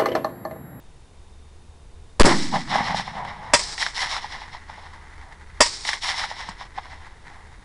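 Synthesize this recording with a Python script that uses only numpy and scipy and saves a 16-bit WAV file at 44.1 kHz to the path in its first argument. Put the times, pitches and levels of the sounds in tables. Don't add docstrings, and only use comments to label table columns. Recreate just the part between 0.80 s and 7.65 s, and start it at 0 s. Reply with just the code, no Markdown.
import sys
import numpy as np
from scipy import signal
from scipy.fft import rfft, irfft, next_fast_len
from scipy.io import wavfile

SR = 44100
rng = np.random.default_rng(int(sys.argv[2]) if len(sys.argv) > 2 else 0)


def store_pcm(level_fs):
    pcm = np.round(np.clip(level_fs, -1, 1) * 32767).astype(np.int16)
    wavfile.write(sys.argv[1], SR, np.atleast_2d(pcm).T)


N = 301908
T = np.arange(N) / SR


def amp(db):
    return 10 ** (np.asarray(db) / 20)


def unit(x):
    return x / (np.std(x) + 1e-12)


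def add(out, start_s, x):
    i = int(start_s * SR)
    out[i:i + len(x)] += x[:N - i]


def colour(x, spectrum, tilt_db_per_oct=0):
    size = next_fast_len(len(x))
    octave = np.log2(np.maximum(np.fft.rfftfreq(size, 1 / SR), 1))
    hz, db = np.transpose(spectrum)
    tilt_db = tilt_db_per_oct * np.maximum(octave - np.log2(750), 0)
    gain = amp(np.interp(octave, np.log2(hz), db) + tilt_db)
    return unit(irfft(rfft(x, size) * gain, size)[:len(x)])


def noise(spectrum, size, tilt_db_per_oct=0):
    return colour(rng.standard_normal(size), spectrum, tilt_db_per_oct)


def scatter(size, spread_db):
    return rng.standard_normal(size) * amp(spread_db * np.minimum(rng.exponential(size=size), 6))


def wavering(hz, width_hz):
    knots_s = np.arange(1 << 14) / width_hz
    a, b = (np.interp(T, knots_s, rng.standard_normal(len(knots_s))) for _ in range(2))
    return unit(a * np.cos(2 * np.pi * hz * T) + b * np.sin(2 * np.pi * hz * T))


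# freq_hz, relative_db
AIR_SPECTRUM = [(20, -0.5), (44, -2), (62, -9), (92, -12.5), (135, -16.5), (260, -25), (420, -22.5),
                (600, -30), (900, -26.5), (1300, -34), (2100, -36.5), (4500, -39.5), (10500, -44)]


def night():
    hum = amp(-52.5) * wavering(hz=75, width_hz=10)
    insects = amp(-72.5) * wavering(hz=3670, width_hz=160)
    return amp(-45) * noise(AIR_SPECTRUM, N) + hum + insects


# freq_hz, relative_db
BLAST_SPECTRUM = [(30, -5.5), (120, -9), (220, -11.5), (330, -11), (560, 2), (720, -3.5), (950, -0.5),
                  (1400, -5.5), (2000, -5.5), (2800, -35), (5300, -19), (10000, -28)]


def hammer():
    t = T[:SR // 40]
    return amp(-24) * noise(BLAST_SPECTRUM, len(t)) * np.exp(-t / 0.0021)


# pitch_hz, relative_db, t60_s
METAL_MODES = [(593.6, 5, 0.042), (800, -9.5, 0.03), (951, -3, 0.11), (1070, 2.5, 0.03),
               (1176, -2.5, 0.046), (1473, -14, 0.06), (1766, -3.5, 0.063), (1876, -6, 0.1),
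               (2090, -10, 0.06), (2650, -3, 0.041), (3480, -9, 0.083), (4810, -2, 0.077),
               (4960, -14, 0.06), (5900, -34, 0.1), (6800, -21, 0.097), (7580, -4.5, 0.041)]


def ring(t):
    return sum(amp(db - 60 * t / t60_s) * np.sin(2 * np.pi * (hz * t + rng.random()))
               for hz, db, t60_s in METAL_MODES)


# freq_hz, relative_db
GRASS_SPECTRUM = [(150, -21.5), (430, -7), (550, -16), (930, -6.5), (1450, -12.5), (2100, -5.5),
                  (2700, -13.5), (4000, -2), (5400, 2), (6100, -7.5), (8200, -7.5), (10500, -25)]


def grass_hiss(t, flutter_db=2, flutter_hz=68):
    hiss = colour(scatter(len(t), spread_db=2.5), GRASS_SPECTRUM)
    flutter = np.interp(t * flutter_hz, np.arange(512), rng.standard_normal(512))
    return hiss * amp(flutter_db * flutter) * np.exp(-t / 0.17)


# freq_hz, relative_db
GAS_SPECTRUM = [(150, -24), (500, -40), (1000, 12.5), (1400, -6.5), (2000, 4), (3000, -0.5), (4200, -3),
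                (5400, 8.5), (6200, -3.5), (8000, 3.5), (9200, -7.5), (11000, -19)]
# start_s, blast_db, blast_decay_s, ring_db, gas_db, grass_db, bolt_db
RIFLE_SHOTS = [(1.3978, -3.5, 0.048, -12, -17, -24.5, -13.5), (2.7355, -3, 0.0079, -7, -6, -27, -22.5),
               (4.8054, -2, 0.007, -5.5, -4, -27, -22.5)]
FIRST_SHOT_S = RIFLE_SHOTS[0][0]


def shot(blast_db, blast_decay_s, ring_db, gas_db, grass_db, bolt_db, bolt_delay_s=.057):
    t = T[:int(1.2 * SR)]
    blast = amp(blast_db) * noise(BLAST_SPECTRUM, len(t)) * np.exp(-t / blast_decay_s)
    gas = amp(gas_db) * noise(GAS_SPECTRUM, len(t)) * np.exp(-t / 0.016)
    grass = amp(grass_db) * grass_hiss(t)
    clack = noise(GAS_SPECTRUM, len(t), tilt_db_per_oct=0.5) * np.exp(-t / 0.015)
    latch = amp(bolt_db) * (clack + 0.26 * ring(t))
    bolt = np.interp(t - bolt_delay_s, t, latch, left=0)
    attack = 1 - np.exp(-t / 0.00022)
    return (blast + gas + grass + amp(ring_db) * ring(t)) * attack + bolt


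# delay_s, width_log_time, pressure_full_scales
SURGE_LOBES = [(.0055, .42, 2.5), (.031, .46, -2.1), (.16, .7, .11)]


def surge():
    t = T[1:SR]
    return sum(pressure * np.exp(-(np.log(t / delay_s) / width) ** 2)
               for delay_s, width, pressure in SURGE_LOBES)


# freq_hz, relative_db
BOOM_SPECTRUM = [(30, -36), (110, -12), (220, 1), (330, 2), (450, 0.5), (560, -14), (750, -46), (3000, -85)]


def boom():
    t = T[:3 * SR]
    slowed_s = np.cumsum(1 / (1 + 1.15 * t ** 0.76)) / SR
    roll = np.interp(slowed_s, t, noise(BOOM_SPECTRUM, len(t)))
    lumps = np.interp(t, np.linspace(0, 3, 90), rng.standard_normal(90))
    near = amp(-4) * np.exp(-t / 0.047)
    far = amp(-27.5 + 2 * lumps) * np.exp(-t / .5)
    return roll * (near + far) * (1 - np.exp(-t / 0.0086))


# start_s, pressure_full_scales, length_s
BLAST_SPIKES = [(1.4199, 1.6, .0004), (1.4330, 2.15, .0006), (1.4416, 1.1, .0004), (1.4488, 1.0, .0011)]


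def pops():
    out = np.zeros(N)
    for start_s, pressure, length_s in BLAST_SPIKES:
        add(out, start_s, pressure * np.sin(np.pi * np.minimum(T[:200] / length_s, 1)) ** 2)
    return out


def swell(age):
    return np.exp(-.5 * np.where(age < 0, age ** 2, 1.68 * (np.sqrt(age ** 2 + 1) - 1)))


# freq_hz, relative_db
ECHO_SPECTRUM = [(150, -20), (400, -20.5), (600, -10.5), (800, 1.5), (970, 2.5), (1400, -8), (2020, 3),
                 (2550, -12), (3000, -6.5), (3900, -4), (4700, -10.5), (5400, -3.5), (6100, -17),
                 (10500, -29)]
RISE_HALF_WIDTHS = 4


def echo(half_width_s, tilt_db_per_oct):
    age = T[:min(int(10 * half_width_s * SR), SR)] / half_width_s - RISE_HALF_WIDTHS
    spray = colour(scatter(SR, spread_db=3.5)[:len(age)], ECHO_SPECTRUM, tilt_db_per_oct)
    trunks = signal.sosfiltfilt(signal.butter(4, 2600, fs=SR, output="sos"), spray)
    leaves = spray - trunks
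    return trunks * swell(age + 0.073) + leaves * swell(age + 0.59)


# delay_s, half_width_s, level_db, tilt_db_per_oct
SLOPE_ECHOES = [(.072, .013, -24.5, 5), (.118, .017, -19, -3.5), (.227, .055, -33, 3),
                (.355, .015, -21, -13.5), (.552, .029, -22, -5.5), (.602, .015, -23.5, -8.5),
                (.69, .04, -26, -5), (.79, .02, -26, 0.5), (1.002, .035, -31, -11.5),
                (1.10, .035, -35, -6.5), (1.267, .078, -38, -8.5)]


def slope_echoes():
    out = np.zeros(N)
    for delay_s, half_width_s, db, tilt in SLOPE_ECHOES:
        start_s = FIRST_SHOT_S + delay_s - RISE_HALF_WIDTHS * half_width_s
        add(out, start_s, amp(db) * echo(half_width_s, tilt))
    return out


# freq_hz, relative_db
WOODS_SPECTRUM = [(110, -3), (220, -9), (400, -20), (600, -18.5), (880, -2), (1300, -7.5), (2000, -1),
                  (2600, -18), (4200, -18), (6500, -25.5), (10500, -36)]


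def far_woods():
    t = T[:3 * SR]
    patches = np.interp(t, np.linspace(0, 3, 120), rng.standard_normal(120))
    wash = colour(scatter(len(t), spread_db=4.5), WOODS_SPECTRUM)
    return amp(-44 + 4.8 * patches) * wash * np.exp(-t / 1.7) * (1 - np.exp(-t / 0.57))


# base_delay_s, half_width_s, base_level_db
GROVE_ECHOES = [(.248, .004, -30.5), (.288, .016, -23), (.335, .019, -30), (.441, .014, -25.5),
                (.498, .024, -23), (.601, .025, -25), (.641, .010, -29.5), (.711, .021, -35),
                (.806, .025, -33), (.893, .025, -38.5), (1.013, .018, -38), (1.182, .021, -43.5),
                (1.252, .02, -44), (1.322, .022, -42.5), (1.43, .06, -48.5), (1.74, .065, -49)]
# lag_s, delay_ratio, gain_db, gain_db_per_s, tilt_db_per_oct
GROVE_RESPONSES = [(.066, 1.025, -8, 7, -2), (0.00068, 1, -0.5, 0, -0.5), (0.00065, 1, -0.5, 0.5, 0)]


def grove_echoes(near_tilt_db_per_oct=5, air_db_per_oct_per_s=-6.5):
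    out = np.zeros(N)
    for (shot_s, *_), response in zip(RIFLE_SHOTS, GROVE_RESPONSES):
        lag_s, delay_ratio, gain_db, gain_db_per_s, shot_tilt = response
        for delay_s, half_width_s, base_db in GROVE_ECHOES:
            gain = amp(base_db + gain_db + gain_db_per_s * delay_s)
            tilt = near_tilt_db_per_oct + air_db_per_oct_per_s * delay_s + shot_tilt
            start_s = shot_s + lag_s + delay_ratio * delay_s - RISE_HALF_WIDTHS * half_width_s
            add(out, start_s, gain * echo(half_width_s, tilt))
    return out


def pulse(t, hz, rise_cycles):
    age = t * hz / rise_cycles
    return np.sin(2 * np.pi * hz * t) * age * np.exp(1 - age)


def slap(hz):
    t = T[:SR // 16]
    crack = pulse(t, hz, rise_cycles=1.1)
    spray = noise(ECHO_SPECTRUM, len(t), tilt_db_per_oct=6.2 * np.log2(hz / 2200)) * np.exp(-t / 0.0053)
    bass_cut = signal.butter(3, 500, "highpass", fs=SR, output="sos")
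    return signal.sosfilt(bass_cut, .62 * crack + .27 * spray)


def thud():
    return pulse(T[:SR // 10], hz=183.6, rise_cycles=0.7)


# delay_s, knock_db, thud_db
BANK_ECHOES = [(.361, -12.5, -20), (.558, -6, -26), (.608, -14.5, -23), (.709, -13, -24), (.747, -10, -37),
               (.798, -16.5, -28.5), (.880, -16, -36), (.955, -20.5, -40), (1.052, -16, -37)]


def bank_echoes():
    out = np.zeros(N)
    for delay_s, knock_db, thud_db in BANK_ECHOES:
        add(out, FIRST_SHOT_S + delay_s, amp(knock_db) * slap(hz=797))
        add(out, FIRST_SHOT_S + delay_s, amp(thud_db) * thud())
    return out


# start_s, rifle_swing_fraction
SUPPRESSED_SHOTS = [(2.7358, 0), (4.8053, 1)]
# delay_s, full_swing_shift_s, relative_db, pitch_hz
TRUNK_ECHOES = [(.2435, .0022, -9, 1950), (.291, -.0063, 0, 2000), (.3285, -.002, -1, 1800),
                (.494, -.0095, -7, 1900), (.629, .0045, -9, 1300), (.708, 0, -9.5, 900),
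                (.8815, .001, -14, 950), (1.012, -.0063, -18, 950), (1.245, .006, -23, 870),
                (1.297, .034, -26, 900)]


def trunk_echoes(gain_db=-7):
    out = np.zeros(N)
    for shot_s, swing in SUPPRESSED_SHOTS:
        for delay_s, shift_s, db, hz in TRUNK_ECHOES:
            add(out, shot_s + delay_s + swing * shift_s, amp(gain_db + db) * slap(hz))
    return out


# start_s, level_db
BULLET_SMACKS = [(3.898, -29.5), (5.984, -19)]


def bullet_smacks(spray_db=-9, half_width_s=.005):
    out = np.zeros(N)
    for start_s, db in BULLET_SMACKS:
        add(out, start_s, amp(db) * slap(hz=870))
        spray = amp(db + spray_db) * echo(half_width_s, tilt_db_per_oct=-7)
        add(out, start_s - RISE_HALF_WIDTHS * half_width_s, spray)
    return out


def bullet_hit(start_s=5.69):
    out = np.zeros(N)
    t = T[:SR // 16]
    tick = noise(GRASS_SPECTRUM, len(t)) * np.exp(-t / 0.0081)
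    add(out, start_s, amp(-34) * thud())
    add(out, start_s, amp(-37) * tick)
    return out


def scene():
    out = night() + grove_echoes() + slope_echoes() + bank_echoes() + trunk_echoes()
    out += bullet_smacks() + bullet_hit() + pops()
    for start_s, *settings in RIFLE_SHOTS:
        add(out, start_s - .002, hammer())
        add(out, start_s, shot(*settings))
        add(out, start_s, far_woods())
    add(out, FIRST_SHOT_S, surge())
    add(out, FIRST_SHOT_S, boom())
    return out[None]


def record(dry, cutoff_hz=10700):
    lowpass = signal.cheby1(14, .1, cutoff_hz, fs=SR, output="sos")
    return signal.sosfilt(lowpass, np.clip(dry, -.5, .5))


dry = scene()
out = record(dry)
store_pcm(out)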